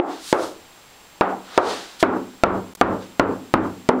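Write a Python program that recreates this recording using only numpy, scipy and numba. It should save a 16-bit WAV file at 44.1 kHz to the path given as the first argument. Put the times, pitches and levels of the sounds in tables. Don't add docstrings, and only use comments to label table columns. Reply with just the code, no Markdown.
import sys
import numpy as np
from scipy import signal
from scipy.fft import rfft, irfft
from scipy.io import wavfile
from numba import njit

SR = 44100
rng = np.random.default_rng(int(sys.argv[2]) if len(sys.argv) > 2 else 0)


def bounce(signal):
    frames = np.transpose(np.atleast_2d(signal))
    limited = np.clip(frames, -1, 1)
    pcm = np.round(limited * 32767).astype(np.int16)
    wavfile.write(sys.argv[1], SR, pcm)


N = 176400


def amp(db):
    return 10 ** (np.asarray(db) / 20)


def unit(x):
    return x / np.sqrt(np.mean(x ** 2) + 1e-20)


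def read(points, hz):
    points_hz, values = np.transpose(points)
    return np.interp(np.log(hz + 1), np.log(points_hz + 1), values)


def bump(hz, centre_hz, octaves):
    return np.exp(-.5 * (np.log2((hz + 1) / centre_hz) / octaves) ** 2)


def add(mix, start_s, sound):
    part = mix[max(round(start_s * SR), 0):][:len(sound)]
    part += sound[:len(part)]


def noise(spectrum, size, tilt_db=0):
    hz = np.fft.rfftfreq(size, 1 / SR)
    shape = amp(read(spectrum, hz) + tilt_db * np.log2(hz + 1))
    return unit(irfft(rfft(rng.standard_normal(size)) * shape, size))


def camera_noise():
    # frequency_hz, relative_db
    hiss_spectrum = [(25, -3), (116, -3), (700, -2.5), (800, 1), (930, -1.5), (1900, -6), (3100, -5.5),
                     (5700, -10.5), (7600, -12), (12000, -15.5), (15800, -12.5)]
    # pitch_hz, level_db
    whine_tones = [(6425, -69), (7559, -59), (7590, -69), (11324, -73), (15121, -71), (15150, -65)]
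    hiss_db, waver_rad, waver_hz = -47, 0.53, 12
    lowpass = signal.butter(2, waver_hz, fs=SR, output="sos")
    t, whine = np.arange(N) / SR, 0
    for hz, db in whine_tones:
        waver = waver_rad * unit(signal.sosfilt(lowpass, rng.standard_normal(N)))
        whine += amp(db) * np.sqrt(2) * np.sin(2 * np.pi * hz * t + waver)
    return amp(hiss_db) * noise(hiss_spectrum, N) + whine


def swishes():
    # peak_s, rise_s, fall_s, level_db, tilt_db_per_octave
    rubs = [(0.132, 0.033, 0.17, -41, -3), (.31, 0.056, 0.06, -32.5, 4), (.445, 0.082, 0.05, -36, 2.5),
            (1.58, 0.081, 0.041, -38, -5), (1.696, 0.077, 0.13, -28.5, -2.5),
            (2.007, 0.0074, 0.028, -30, 2), (3.03, 0.02, 0.052, -45, -3.5)]
    # frequency_hz, relative_db
    rub_spectrum = [(60, -65), (400, -16.5), (1500, -4), (2300, -9), (3800, -1.5), (6000, -6.5),
                    (9000, -11), (15000, -24.5)]
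    out, t = np.zeros(N), np.arange(N) / SR
    for peak_s, rise_s, fall_s, db, tilt_db in rubs:
        swell = np.exp(-.5 * ((t - peak_s) / rise_s) ** 2)
        fade = np.exp(-abs(t - peak_s) / fall_s)
        out += amp(db) * np.where(t < peak_s, swell, fade) * noise(rub_spectrum, N, tilt_db)
    return out


def spot_colour(hz, bass_db, bright_db, deep_db):
    bass_hz, bright_hz, deep_hz = 259, 660, 138
    bass = bass_db / (1 + (hz / bass_hz) ** 6)
    treble = bright_db * (1 - 1 / (1 + (hz / bright_hz) ** 2))
    deep = deep_db / (1 + (hz / deep_hz) ** 8)
    return bass + treble + deep


def roof_hum(t, colour, hum_hz, hum_db):
    # pitch_hz, relative_db, t60_s
    modes = [(43, -35.5, 1), (90.9, -5.5, 0.31), (101.25, -8.5, 0.54), (190.5, -1.5, 0.54),
             (252.8, -4.5, 0.53), (267.8, -8, 0.55), (285, -3.5, 0.39), (318.7, -3, 0.41), (335, -8, 0.41),
             (360, -3, 0.4), (380, -3, 0.24), (419, -2.5, 0.45), (455, -4.5, 0.41), (533, 6, 0.13)]
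    gain_db, rise_s = -20, 0.0065
    hz, db, t60_s = np.transpose(modes)[:, :, None]
    db = db + spot_colour(hz, *colour) + hum_db * bump(hz, hum_hz, octaves=.12)
    hum = amp(db - 60 * t / t60_s) * np.sin(2 * np.pi * (hz * t + rng.random(hz.shape)))
    return amp(gain_db) * hum.sum(0) * (1 - np.exp(-t / rise_s))


def boom(t, colour, bloom_hz, bloom_db):
    # frequency_hz, relative_db
    boom_spectrum = [(30, -17), (70, -13), (130, -15.5), (200, -10), (320, -2), (480, -3.5), (730, -4),
                     (1030, -2.5), (1380, -3), (1650, -11), (2100, -16), (3200, -26.5), (6000, -43),
                     (15000, -60)]
    # frequency_hz, t60_s
    decay_times = [(60, 0.29), (200, 0.54), (400, 0.38), (900, 0.34), (2000, 0.27), (8000, 0.19)]
    gain_db, rise_s = -5.5, 0.00056
    hz, frame_s, bands = signal.stft(noise(boom_spectrum, len(t)), SR, nperseg=1024, noverlap=768)
    spot_db = spot_colour(hz, *colour) + bloom_db * bump(hz, bloom_hz, octaves=0.18)
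    decay_db = 60 * frame_s / read(decay_times, hz)[:, None]
    _, tail = signal.istft(bands * amp(spot_db[:, None] - decay_db), SR, nperseg=1024, noverlap=768)
    return amp(gain_db) * np.minimum(t / rise_s, 1) * tail[:len(t)]


def knuckle_crack(t, push_db):
    # frequency_hz, relative_db
    crack_spectrum = [(300, -20), (1400, -2), (2500, 21), (5000, -5), (15000, -33)]
    gain_db, decay_s = -3, 0.00081
    return amp(gain_db + push_db) * np.exp(-t / decay_s) * noise(crack_spectrum, len(t))


def strike(t, push_db, rings):
    push_s, push_gain_db = 0.000441, 10.5
    contact_s, ring_t60_s, ring_gain_db = 0.0015, 0.069, 1
    progress = t / push_s
    push = -np.sin(progress * np.pi / 2) * progress * np.exp(1 - progress)
    ring = sum(-amp(db) * np.sin(2 * np.pi * hz * t) for hz, db in rings)
    ring_envelope = amp(ring_gain_db - 60 * t / ring_t60_s) * np.minimum(t / contact_s, 1)
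    return amp(push_gain_db + push_db) * push + ring_envelope * ring


def knocks():
    # start_s, push_db, low_hz, low_db, mid_hz, mid_db, high_hz,
    # high_db, tail_db, bass_db, bright_db, deep_db, hum_hz, hum_db, bloom_hz, bloom_db
    blows = [ (0.0, -1, 356, 5.5, 523, -5, 1040, -16, -2, -15, -10, -14, 302, 16, 787, 8.5),
             (0.3277, 3.5, 357, -11, 506, -7.5, 860, -2, 2, -18.5, -7, 3.5, 340, 11.5, 565, 5),
             (1.2104, -2, 372, -7, 678, -11, 1070, -10, -3.5, -4.5, 1, -7, 188, 7, 780, 7.5),
             (1.5773, 1, 394, -13, 736, -8, 1200, -3, 8.5, -19, -9, 4.5, 303, -14, 694, 4.5),
             (2.0277, 2, 283, -20, 663, -1.5, 1205, -8.5, 5.5, -3, -2.5, -3, 256, 9, 350, 5.5),
             (2.4358, 7.5, 284, -18, 666, -5, 1362, 0.5, 4, -3, -4, 6.5, 176.5, 8.5, 670, 3),
             (2.8124, 5.5, 406, -24, 720, -7.5, 1185, -4, 4, 0.5, -4.5, 1.5, 370, 2.5, 556, 3.5),
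             (3.1965, 2, 292, -7, 593, -10, 1412, -2.5, 3, 0.5, -5, 1, 282, 9, 455, 5.5),
             (3.5393, 6.5, 330, 0, 793, -9.5, 1268, -5.5, -1, 6.5, -0.5, 1.5, 254, 6, 317, 6),
             (3.8898, -0.5, 387, -4, 638, -6, 915, -2, 7, -5.5, -12.5, -7, 242, 20, 477, 5.5)]
    out, t = np.zeros(N), np.arange(SR) / SR
    skin_rise_s = 0.000066
    onset = 1 - np.exp(-t / skin_rise_s)
    for (start_s, push_db, low_hz, low_db, mid_hz, mid_db, high_hz, high_db,
         tail_db, bass_db, bright_db, deep_db, hum_hz, hum_db, bloom_hz, bloom_db) in blows:
        hit = strike(t, push_db, [(low_hz, low_db), (mid_hz, mid_db), (high_hz, high_db)])
        crack = knuckle_crack(t, push_db)
        colour = bass_db, bright_db, deep_db
        tail = boom(t, colour, bloom_hz, bloom_db) + roof_hum(t, colour, hum_hz, hum_db)
        add(out, start_s, (hit + crack + amp(tail_db) * tail) * onset)
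    return out


def scene():
    return (knocks() + swishes() + camera_noise())[None]


@njit
def ducking(level):
    limit_db, attack_s, hold_s, recover_db_per_s = -17., 0.013, 0.0026, 201
    cut_db = 15.
    hold = np.exp(-1 / (hold_s * SR))
    out, peak = np.zeros(len(level)), 1e-9
    for i in range(len(level)):
        peak = max(level[i], peak * hold, 1e-9)
        over_db = max(20 * np.log10(peak) - limit_db, 0.)
        if over_db > cut_db:
            cut_db += (over_db - cut_db) / (attack_s * SR)
        else:
            cut_db = max(cut_db - recover_db_per_s / SR, over_db)
        out[i] = cut_db
    return out


def dropout(x):
    start_s, end_s, dip_db = 2.737, 2.7705, -30
    tick_s, tick_db, tick_decay_s = 2.751, -27, 0.004
    t = np.arange(N) / SR
    out = x * amp(dip_db * ((t > start_s) & (t < end_s)))
    add(out, tick_s, amp(tick_db) * np.exp(-t / tick_decay_s) * rng.standard_normal(N))
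    return out


def record(dry):
    ceiling, rolloff_hz, edge_hz = .7, 9300, 15800
    ducked = dry[0] * amp(-ducking(abs(dry[0])))
    clipped = np.clip(ducked, -ceiling, ceiling)
    hz = np.fft.rfftfreq(N, 1 / SR)
    dulled = irfft(rfft(dropout(clipped)) / np.sqrt(1 + (hz / rolloff_hz) ** 2), N)
    band_limit = signal.firwin(511, edge_hz, window=("kaiser", 9), fs=SR)
    return signal.oaconvolve(dulled, band_limit, "same")[None]


dry = scene()
out = record(dry)
bounce(out)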